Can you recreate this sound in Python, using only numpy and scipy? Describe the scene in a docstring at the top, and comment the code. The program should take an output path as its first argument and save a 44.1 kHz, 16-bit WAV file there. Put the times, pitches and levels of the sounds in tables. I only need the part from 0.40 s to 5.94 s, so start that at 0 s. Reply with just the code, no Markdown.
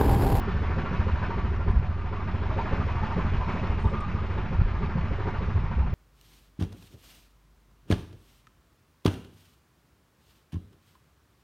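"""A slow diesel chuffs through its exhaust pipe on the deck of a ship at sea: six cylinders of unequal
strength excite pipe and casing resonances, with gas hiss from shaped noise. Crank-locked sines make the
hum of its shafts. The wash is patchy noise; wind buffets the microphone as low noise, a single capsule
written to two channels. Low thumps, of wind or engine, are short swings; casing rings and faint high
ticks stand out."""
import sys
import numpy as np
from scipy import signal
from scipy.fft import rfft, irfft, next_fast_len
from scipy.io import wavfile
from scipy.ndimage import uniform_filter1d, map_coordinates

SR = 44100
rng = np.random.default_rng(int(sys.argv[2]) if len(sys.argv) > 2 else 0)


def wav_record(signal):
    """Record a signal, one row per channel, as 16-bit PCM in the file named by sys.argv[1]."""
    frames = np.transpose(np.atleast_2d(signal))
    bounded = np.clip(frames, -1, 1)
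    # unit amplitude maps onto the largest positive 16-bit level
    quanta = np.round(bounded * 32767).astype(np.int16)
    wavfile.write(sys.argv[1], SR, quanta)


N = 244314

# Firing rate: (time [s], rate [firings/s])
FIRING_RATE = [(0, 13.38), (.5, 13.38), (1.4, 13.34), (2.4, 13.25), (3.2, 13.35), (3.65, 13.41),
               (4.5, 13.48), (5.54, 13.45)]
FIRST_CHUFF_S = .066
# Cylinders in firing order: (bark [dB], clatter [dB], gas hiss [dB])
CYLINDERS = [(2, 1, 1), (0, 0.5, -2.5), (-0.5, -2.5, 0), (-3, 3.5, -3), (0.5, 4.5, 1.5), (-2, 2.5, -3)]
# Drive of the six lowest pipe resonances, a row per cylinder: (six gains [dB])
BOOM_COLOUR = [(-4.5, -1, -3, 5.5, -14, 0), (5, 2.5, 3, -7.5, 2.5, 2), (-2.5, 0.5, -1, -4.2, -3, -2),
               (0, 0, -4, -7.5, -7, -5.5), (0.5, -1, 3, 0.5, 2.5, 4), (-2.5, -3, -11.5, -0.5, 1.5, 4)]
# Chuffs that stand out: (time [s], bark over the mean chuff [dB], boom over its cylinder [dB],
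# extra on the top pipe resonances [dB])
LOUD_CHUFFS = [(.074, 7, 0, -9.5), (.149, -1.5, -2, -0.5), (.223, 5.5, -4.5, -5.5), (.298, 2.5, 1.5, -4),
               (.370, 7.5, 1, 3), (.448, 0.5, 0.5, -2.5), (.523, 3, 3, 5.5), (.672, 3.5, 3, 2),
               (.897, 7, 2.5, -5.5), (.979, 5, 1, -0.5), (1.118, 6.5, -3.5, -9), (1.197, 0.5, -2.5, 1),
               (1.265, 7, 4.5, -2), (1.571, 2, 1, -8), (1.721, 6.5, -3, -0.5), (1.796, 0.5, -2, -4),
               (1.871, -1, 1.5, 1), (2.019, 1.5, -4, -1.5), (2.17, 4, -0.5, 1.5), (2.247, 2, -2.5, -3),
               (2.328, 8, 0, 2), (2.474, 1.5, -1, 1), (2.776, 8, 5, 2), (3.147, 1, 4.5, 2.5),
               (3.221, 1.5, 2.5, 3.5), (3.45, 4.5, 10.5, 0.5), (3.522, 6.5, 1, 4.5), (3.674, -3.5, 2, -3.5),
               (3.969, 6.5, -1, -0.5), (4.123, 3.5, 6, 2.5), (4.41, 6.5, 4, -2), (4.559, 2, 7.5, 3.5),
               (4.71, 4.5, 4.5, 4.5), (4.797, 3.5, -13, -4.5), (4.86, 10, 0.5, -4), (4.937, 1, -1.5, -2),
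               (5.002, 3, -1, 2), (5.311, -0.5, 2.5, 3.5), (5.383, 0.5, 4, 1.5), (5.457, 0, 3.5, 0.5)]
# Exhaust pipe resonances: (centre [Hz], width [Hz], relative level [dB])
PIPE = [(56.7, 34, -2.5), (116.6, 23, -4), (148.3, 16.8, 1.5), (180.2, 15.7, 2.5), (214.3, 25.5, -2.5),
        (227, 36, -5.5), (269, 20, -11.5), (293.4, 33, -11), (345.4, 50, -20), (353.2, 22, -11),
        (373, 34, -6), (409.3, 39, -5), (461, 97, -18), (534.8, 50, -10)]
BOOM_BELOW_HZ, PIPE_TOP_HZ = 250, 440
# Engine casing resonances: (centre [Hz], width [Hz], relative level [dB])
CASING = [(618.4, 54, -6), (737, 40, -3.5), (872.4, 77, -4.5), (927, 37, 1), (1015.5, 45, -0.5),
          (1136, 19, 2), (1211.5, 45, 0.5), (1383, 58, -4), (1524, 53, -5.5), (1650, 130, -10.5),
          (1789, 42, -3.5), (2080, 39, -19.5), (2340, 660, -29.5)]
# Casing rattle, used about its mean: (time [s], lower, middle, upper resonances [dB])
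RATTLE = [(0.0, -48.5, -40.5, -41), (0.17, -43.5, -45.5, -41.5), (0.91, -43.5, -43.5, -41),
          (1.17, -44.5, -48, -43.5), (1.6, -45, -44, -47), (2.11, -40.5, -45.5, -48.5),
          (2.2, -40, -40, -41.5), (2.25, -40.5, -45, -39), (3.24, -42.5, -45.5, -54),
          (3.61, -48.5, -39, -53), (3.95, -44.5, -50, -45), (4.75, -44.5, -46, -46.5),
          (4.89, -40, -45, -43), (4.97, -45.5, -42, -46), (5.48, -46.5, -51, -50.5),
          (5.54, -58.5, -52.5, -54.5)]
# Edges between those three groups: (frequency [Hz])
RATTLE_SPLIT_HZ = [1090, 1300]
# Exhaust gas noise: (frequency [Hz], relative density [dB])
GAS = [(120, -29), (300, -11.5), (600, -11), (1000, -3.5), (1700, -9.5), (2500, -14), (3200, -22),
       (4200, -29), (6500, -42.5), (10000, -74.5)]
# Second, brighter spurt of gas between firings: (frequency [Hz], relative density [dB])
VALVES = [(1200, -25), (2500, 1), (4000, -12), (6500, -27), (10000, -44)]
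VALVES_DB, VALVES_AFTER_S = -62, 0.048
# How well engine and wash carry to the deck, used about its mean: (time [s], level [dB])
CARRY = [(0.0, -44), (0.49, -44), (0.82, -44.5), (0.85, -43.5), (0.88, -44.5), (1.51, -50.5), (2.33, -43),
         (3.07, -44), (3.1, -41), (3.44, -46.5), (3.56, -46), (3.87, -46.5), (3.93, -45), (4.17, -47.5),
         (4.97, -45.5), (5.54, -51)]
# Layer levels at mean carry; boom, bark and clatter before the deckhouse low-pass
BOOM_DB, BARK_DB, CLATTER_DB, GAS_DB, WASH_DB = -36, -43, -41, -45.5, -42.5
BOOM_DB_PER_CARRY_DB, BARK_DB_PER_CARRY_DB, CLATTER_DB_PER_RATTLE_DB = 0.75, 0.71, 1.3
# Engine tones: (multiple of the six-firing cycle, rounded in use [1], relative level [dB],
# swells per cycle [1], swell [dB], swell peak [firings], throb per firing [dB], throb peak [firings])
HUM_TONES = [(24, -5.5, 2, 2.5, -2.5, 3.5, 0.57), (33, -3.5, 1, 3.5, 2, 4, 0.13),
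             (41, 0.5, 1, 1, 2.5, 3, 0.12), (67.4, -20, 1, 4, 7.5, 9, 0.11),
             (94.9, -15.5, 1, -1.5, 2.5, 2.5, 0.12), (85.04, -19, 1, 0.5, 0.5, 2, .1)]
# Hum: (time [s], level [dB])
HUM_LEVEL = [(0, -31), (.25, -28.5), (.48, -32), (.7, -28), (.95, -31), (1.3, -30.5), (1.5, -33.5),
             (1.8, -32), (2.05, -30), (2.3, -32), (2.5, -30), (2.95, -31), (3.2, -31.5), (3.6, -33.5),
             (3.85, -30.5), (4.08, -34), (4.6, -30.5), (5.1, -32.5), (5.54, -30)]
# Wash noise: (frequency [Hz], relative density [dB])
WASH = [(120, -35.5), (240, -1.5), (500, -9), (1000, -6.5), (1600, -10.5), (2500, -15), (3200, -23),
        (4200, -28.5), (5500, -33.5), (6500, -41.5), (8000, -51), (10000, -67), (12700, -86)]
# Wind noise: (frequency [Hz], relative density [dB])
BUFFET = [(12, -42.5), (22, -8.5), (45, 0), (80, -5), (100, -5), (125, -7.5), (170, -13.5), (240, -26.5),
          (400, -81.5)]
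# Wind on the capsule: (time [s], level [dB])
WIND_LEVEL = [(0.0, -32), (0.48, -36.5), (1.09, -32), (1.22, -32), (1.4, -28), (1.73, -41), (2.28, -31.5),
              (2.41, -34), (2.67, -33.5), (2.87, -28), (3.07, -34.5), (3.93, -37.5), (4.15, -33),
              (4.29, -30.5), (4.6, -35.5), (5.03, -30), (5.3, -30), (5.54, -30.5)]
# Casing rings that stand out: (time [s], peak [dB], frequency [Hz])
RINGS = [(.028, -38, 1198), (.248, -38, 1112), (.318, -47, 1255), (.457, -35, 1139), (.538, -38, 961),
         (.68, -33.5, 994), (.815, -33.5, 953), (.907, -38, 1180), (1.765, -37, 1134), (2.185, -26.5, 929),
         (2.404, -34.5, 1198), (2.622, -40, 885), (2.792, -35, 1022), (3.006, -30.5, 1003),
         (3.073, -35.5, 906), (3.44, -32, 863), (3.452, -50.5, 3640), (3.455, -35.5, 957),
         (3.468, -36, 1200), (3.495, -54, 3680), (3.625, -40, 1210), (3.781, -37.5, 1220),
         (4.869, -32.5, 968), (5.311, -37, 983), (5.42, -35.5, 877)]
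# Low thumps, of wind or engine: (time [s], peak [dB], frequency [Hz], length [cycles])
THUMPS = [(0.602, -24, 76.6, 1.1), (0.748, -18.5, 74.4, 2.1), (1.283, -16.5, 72.4, 0.82),
          (1.305, -11, 67.8, 1), (1.372, -9.5, 59.4, 1.1), (1.399, -14, 76.2, 0.84),
          (2.337, -16.5, 54.8, 0.51), (2.85, -18, 98, 0.46), (2.946, -14, 83, 0.63),
          (2.988, -21.5, 47.5, 1.2), (3.301, -16, 112, 0.41), (3.461, -10.5, 84, 1.8),
          (4.16, -18.5, 59.4, 1.4), (4.196, -12, 78.8, 1.4), (4.218, -10, 89.3, 0.69), (4.25, -18, 37, 1.7),
          (4.436, -18.5, 53, 1.2), (4.99, -20, 80.4, 1.3), (5.166, -19, 89.8, 2.4), (5.404, -16, 66, 4.4),
          (5.463, -21, 59.6, 1.3)]
# Faint high ticks and spits: (time [s], level before the band filter [dB], upper edge [Hz], fall [s])
TICKS = [(1.315, -48, 12160, 0.0004), (3.31, -57, 9500, 0.005), (3.395, -57, 9600, .015),
         (3.412, -59, 8500, .008), (3.422, -56.5, 9800, 0.011), (3.442, -56, 9400, .01),
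         (3.472, -57, 9800, 0.0074), (3.482, -63, 9000, 0.0059), (3.495, -59, 9700, 0.013),
         (3.514, -56, 9000, 0.0038), (3.588, -67, 10000, .006), (3.604, -49.5, 9800, 0.0057)]
# Part that differs between the channels: (frequency [Hz], level relative to the sound [dB])
UNLIKE = [(15, -22.5), (40, -31.5), (90, -52), (180, -66), (300, -57.5), (500, -49), (800, -28.5),
          (2000, -23), (5000, -17), (7000, -8.5), (12000, -6)]
# Lag of the right channel: (frequency [Hz], lag [samples])
RIGHT_LAG = [(25, 2.3), (60, 1.5), (130, .1), (300, .06), (500, .28), (800, .63), (1300, .77), (7000, .8)]
# Steady converter offset, left and right: (offset [full scale])
OFFSET = [
    [.0116],
    [.0171],
]
TOP_HZ = 12750


def amp(db):
    """dB to gain."""
    return 10 ** (np.asarray(db) / 20)


def unit(x):
    """Scaled to rms 1."""
    return x / np.sqrt(np.mean(x ** 2) + 1e-20)


def along(points, hz):
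    """(Hz, value) points on a log axis."""
    f, v = np.transpose(points)
    return np.interp(np.log(hz + 1), np.log(f + 1), v)


def curves(rows):
    """One value per sample for each column after the time."""
    s, *cols = np.transpose(rows)
    return [np.interp(np.arange(N) / SR, s, c) for c in cols]


def wobble(knots_per_s):
    """A smooth random curve."""
    knots = rng.standard_normal(int(N * knots_per_s / SR) + 4)
    return map_coordinates(knots, [np.arange(N) * knots_per_s / SR])


def filtered(x, response):
    """x times a complex response of frequency."""
    m = next_fast_len(N + SR // 2)
    return irfft(rfft(x, m) * response(np.fft.rfftfreq(m, 1 / SR)), m)[..., :N]


def resonant(x, modes):
    """x through parallel resonances of alternating sign."""
    return filtered(x, lambda f: sum((-1) ** k * amp(db) * 1j * f * w / (c * c - f * f + 1j * f * w)
                                     for k, (c, w, db) in enumerate(modes)))


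def rush(spectrum, patchy_db):
    """Coloured noise of rms 1 with time-frequency patches of random gain."""
    z = signal.stft(rng.standard_normal(N), nperseg=512)[2]
    field = uniform_filter1d(rng.standard_normal(z.shape), 6, 0)
    field = uniform_filter1d(field, 12, 1)
    noise = signal.istft(z * amp(patchy_db * unit(field)), nperseg=512)[1][:N]
    return unit(filtered(noise, lambda hz: amp(along(spectrum, hz))))


def puffs(starts_s, sizes, rise_s, fall_s):
    """A swell that rises and falls after each start."""
    t = np.arange(SR // 4) / SR
    train = np.bincount(np.clip(starts_s * SR, 0, N - 1).astype(int), sizes, N)
    swell = (1 - np.exp(-t / rise_s)) ** 2 * np.exp(-t / fall_s)
    return signal.fftconvolve(train, swell)[:N]


def carry():
    """How far the carry lies above its mean, dB."""
    db = curves(CARRY)[0]
    return db - db.mean()


def crank():
    """Firings counted from the first chuff."""
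    return np.cumsum(curves(FIRING_RATE)[0]) / SR - FIRST_CHUFF_S * FIRING_RATE[0][1]


def chuffing(starts_s, cylinder, strength_db, modes, rise_s, fall_s, rough, spread_db, stray):
    """Each firing rings every resonance, in a phase fixed per cylinder; turbulent gas roughens the ring."""
    sizes = amp(strength_db + spread_db * rng.standard_normal((len(starts_s), len(modes))))
    habit_turns = rng.random((len(CYLINDERS), len(modes)))[cylinder]
    # warped time: each group of resonances wanders a little in pitch, at random
    t = np.cumsum(1 + stray * wobble(9)) / SR
    struck = np.interp(starts_s, np.arange(N) / SR, t)
    phases = 2 * np.pi * (habit_turns + np.outer(struck, np.array(modes)[:, 0]))
    out = np.zeros(N)
    for k, (hz, width_hz, db) in enumerate(modes):
        life_s = 0.67 / width_hz  # wide resonances die sooner
        cos = puffs(starts_s, sizes[:, k] * np.cos(phases[:, k]), rise_s, life_s)
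        sin = puffs(starts_s, sizes[:, k] * np.sin(phases[:, k]), rise_s, life_s)
        ring = unit(cos * np.cos(2 * np.pi * hz * t) + sin * np.sin(2 * np.pi * hz * t))
        gas = (puffs(starts_s, sizes[:, k], rise_s, fall_s) + 0.029) * rng.standard_normal(N)
        narrow = resonant(gas, [(hz, 0.79 * width_hz, 0)])
        narrow = resonant(narrow, [(hz, 1.5 * width_hz, 0)])  # twice, for steep flanks
        out += amp(db) * np.sqrt(width_hz) * (ring + rough * unit(narrow))
    return unit(out)


def firings():
    """Start, cylinder and bark, clatter, gas, boom and top-pipe strengths (dB) of each firing."""
    starts_s = np.flatnonzero(np.diff(np.floor(crank()), prepend=-9)) / SR  # sample 0 counts too
    cylinder = (np.arange(len(starts_s)) - 1) % len(CYLINDERS)
    bark, clatter, gas = np.array(CYLINDERS)[cylinder].T
    boom = np.array(BOOM_COLOUR)[cylinder]
    top = np.zeros(len(starts_s))
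    for s, bark_db, boom_db, top_db in LOUD_CHUFFS:
        k = np.argmin(abs(starts_s + .008 - s))
        bark[k], boom[k], top[k] = bark_db, boom[k] + boom_db, top_db
    starts_s = starts_s + .0004 * rng.standard_normal(len(starts_s))
    return starts_s, cylinder, bark, clatter, gas, boom, top


def exhaust(starts_s, cylinder, bark, boom, top):
    """Pressure pulses boom in the low pipe resonances and bark in the higher ones."""
    low = [mode for mode in PIPE if mode[0] < BOOM_BELOW_HZ]
    high = PIPE[len(low):]
    booms = chuffing(starts_s - .008, cylinder, boom, low, rise_s=0.0058, fall_s=0.038,
                     rough=0.34, spread_db=1.5, stray=.008)
    bark = bark[:, None] + np.outer(top, np.array(high)[:, 0] > PIPE_TOP_HZ)
    barks = chuffing(starts_s - .004, cylinder, bark, high, rise_s=0.01, fall_s=0.02,
                     rough=0.4, spread_db=1.7, stray=0.026)
    return (amp(BOOM_DB + BOOM_DB_PER_CARRY_DB * carry()) * booms
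            + amp(BARK_DB + BARK_DB_PER_CARRY_DB * carry()) * barks)


def casing(starts_s, cylinder, clatter):
    """Firings rattle the casing resonances, in three groups of varying level."""
    at = (starts_s * SR).astype(int).clip(0, N - 1)
    level = np.array([(db - db.mean())[at] for db in curves(RATTLE)])
    group = np.searchsorted(RATTLE_SPLIT_HZ, np.array(CASING)[:, 0])
    rattle = CLATTER_DB_PER_RATTLE_DB * level[group].T
    return amp(CLATTER_DB) * chuffing(starts_s + 0.00511, cylinder, clatter[:, None] + rattle, CASING,
                                      rise_s=0.004, fall_s=0.036, rough=3.5, spread_db=3.0, stray=.012)


def gas_hiss(starts_s, gas):
    """Escaping gas is noise puffed by each firing, then a brighter spurt between firings."""
    hiss = puffs(starts_s + 0.008, amp(gas), rise_s=0.0074, fall_s=0.037) + 0.014
    hiss = hiss * rush(GAS, patchy_db=1.87)
    spurt = puffs(starts_s + VALVES_AFTER_S, amp(gas), rise_s=0.0025, fall_s=0.0093)
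    spurt = spurt * rush(VALVES, patchy_db=0.0)
    return amp(carry()) * (amp(GAS_DB) * unit(hiss) + amp(VALVES_DB) * unit(spurt))


def diesel(dull_hz=2500):
    """Firings drive pipe and casing, dulled by three low-pass poles, and the undulled gas hiss."""
    starts_s, cylinder, bark, clatter, gas, boom, top = firings()
    engine = exhaust(starts_s, cylinder, bark, boom, top) + casing(starts_s, cylinder, clatter)
    dull = filtered(engine, lambda hz: 1 / (1 + 1j * hz / dull_hz) ** 3)  # heard through the deckhouse
    return dull + gas_hiss(starts_s, gas)


def hum():
    """Low tones tied to the crank swell with the engine's cycle and throb with each firing."""
    turn, count = 2 * np.pi * crank(), len(CYLINDERS)
    tones = np.zeros(N)
    for multiple, db, swells, swell_db, peak, throb_db, throb_peak in HUM_TONES:
        swell = swell_db * np.cos(round(swells) * (turn - 2 * np.pi * peak) / count)
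        throb = throb_db * np.cos(turn - 2 * np.pi * throb_peak)
        level_db = db + 0.34 * wobble(3.06) + swell + throb
        phase = round(multiple) * turn / count + 2 * np.pi * rng.random() + 0.34 * wobble(1.4)
        tones += amp(level_db) * np.sin(phase)
    return amp(curves(HUM_LEVEL)[0]) * unit(tones)


def wash():
    """The wash hisses: patchy broadband noise that follows the carry."""
    return amp(WASH_DB + carry() + 0.13 * wobble(3.7)) * rush(WASH, patchy_db=1.42)


def wind():
    """Wind buffets the capsule: low noise in lumps."""
    lumps = amp(1.1 * wobble(7.1)) * rush(BUFFET, patchy_db=1.4)
    return amp(curves(WIND_LEVEL)[0]) * unit(lumps)


def rings(rise_s=0.0029, fall_s=0.019, quick_hz=1300):
    """One casing resonance swells above the rest for a moment."""
    t, out = np.arange(SR // 5) / SR, np.zeros(N + SR)
    for s, db, hz in RINGS:
        pace = max(1, hz / quick_hz)  # high rings are briefer
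        swell = (1 - np.exp(-pace * t / rise_s)) ** 2 * np.exp(-pace * t / fall_s)
        walk = np.cumsum(rng.standard_normal(len(t)))
        drift = 0.061 * uniform_filter1d(walk, size=40)  # a rough, wandering phase
        ring = swell / swell.max() * np.sin(2 * np.pi * hz * t + drift)
        out[round(s * SR):][:len(t)] += amp(db) * ring
    return out[:N]


def thumps():
    """Low thumps, of wind or engine: each a short low swing under a bell-shaped envelope."""
    t, out = np.arange(N) / SR, np.zeros(N)
    for s, db, hz, cycles in THUMPS:
        u = (t - s) * hz
        out += amp(db) * np.exp(-(2 * u / cycles) ** 2) * np.cos(2 * np.pi * u)
    return out


def ticks():
    """Brief bright noise bursts, each with its own length and upper edge."""
    t, out = np.arange(SR // 20) / SR, np.zeros(N + SR)
    for s, db, top_hz, fall_s in TICKS:
        swell = (1 - np.exp(-4 * t / fall_s)) * np.exp(-t / fall_s)
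        burst = amp(db) * swell * rng.standard_normal(len(t))
        band = signal.butter(7, [4000, top_hz], "band", fs=SR, output="sos")
        out[round(s * SR):][:len(t)] += signal.sosfilt(band, burst)
    return out[:N]


def scene():
    """One mono sound field, copied to two channels."""
    mono = diesel() + hum() + wash() + wind() + rings() + thumps() + ticks()
    return np.tile(mono, (2, 1))


def record(dry):
    """The right channel lags, is a shade louder and differs a little; nothing passes above TOP_HZ."""
    z = signal.stft(dry[0], nperseg=1024)[2]
    scrambled = z * np.exp(2j * np.pi * rng.random(z.shape))  # same spectrum, random phase
    other = signal.istft(scrambled, nperseg=1024)[1][:N]
    other = filtered(unit(other) * np.std(dry), lambda hz: amp(along(UNLIKE, hz)))

    def response(hz):
        """Lag on the right only, with a sharp upper band limit."""
        lag_s = along(RIGHT_LAG, hz) * np.array([[0], [1]]) / SR
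        return np.exp(-2j * np.pi * hz * lag_s) * (hz < TOP_HZ)

    both = filtered(dry + [[1], [-1]] * other, response)
    return amp([[-.03], [.03]]) * both + OFFSET


dry = scene()
out = record(dry)
wav_record(out)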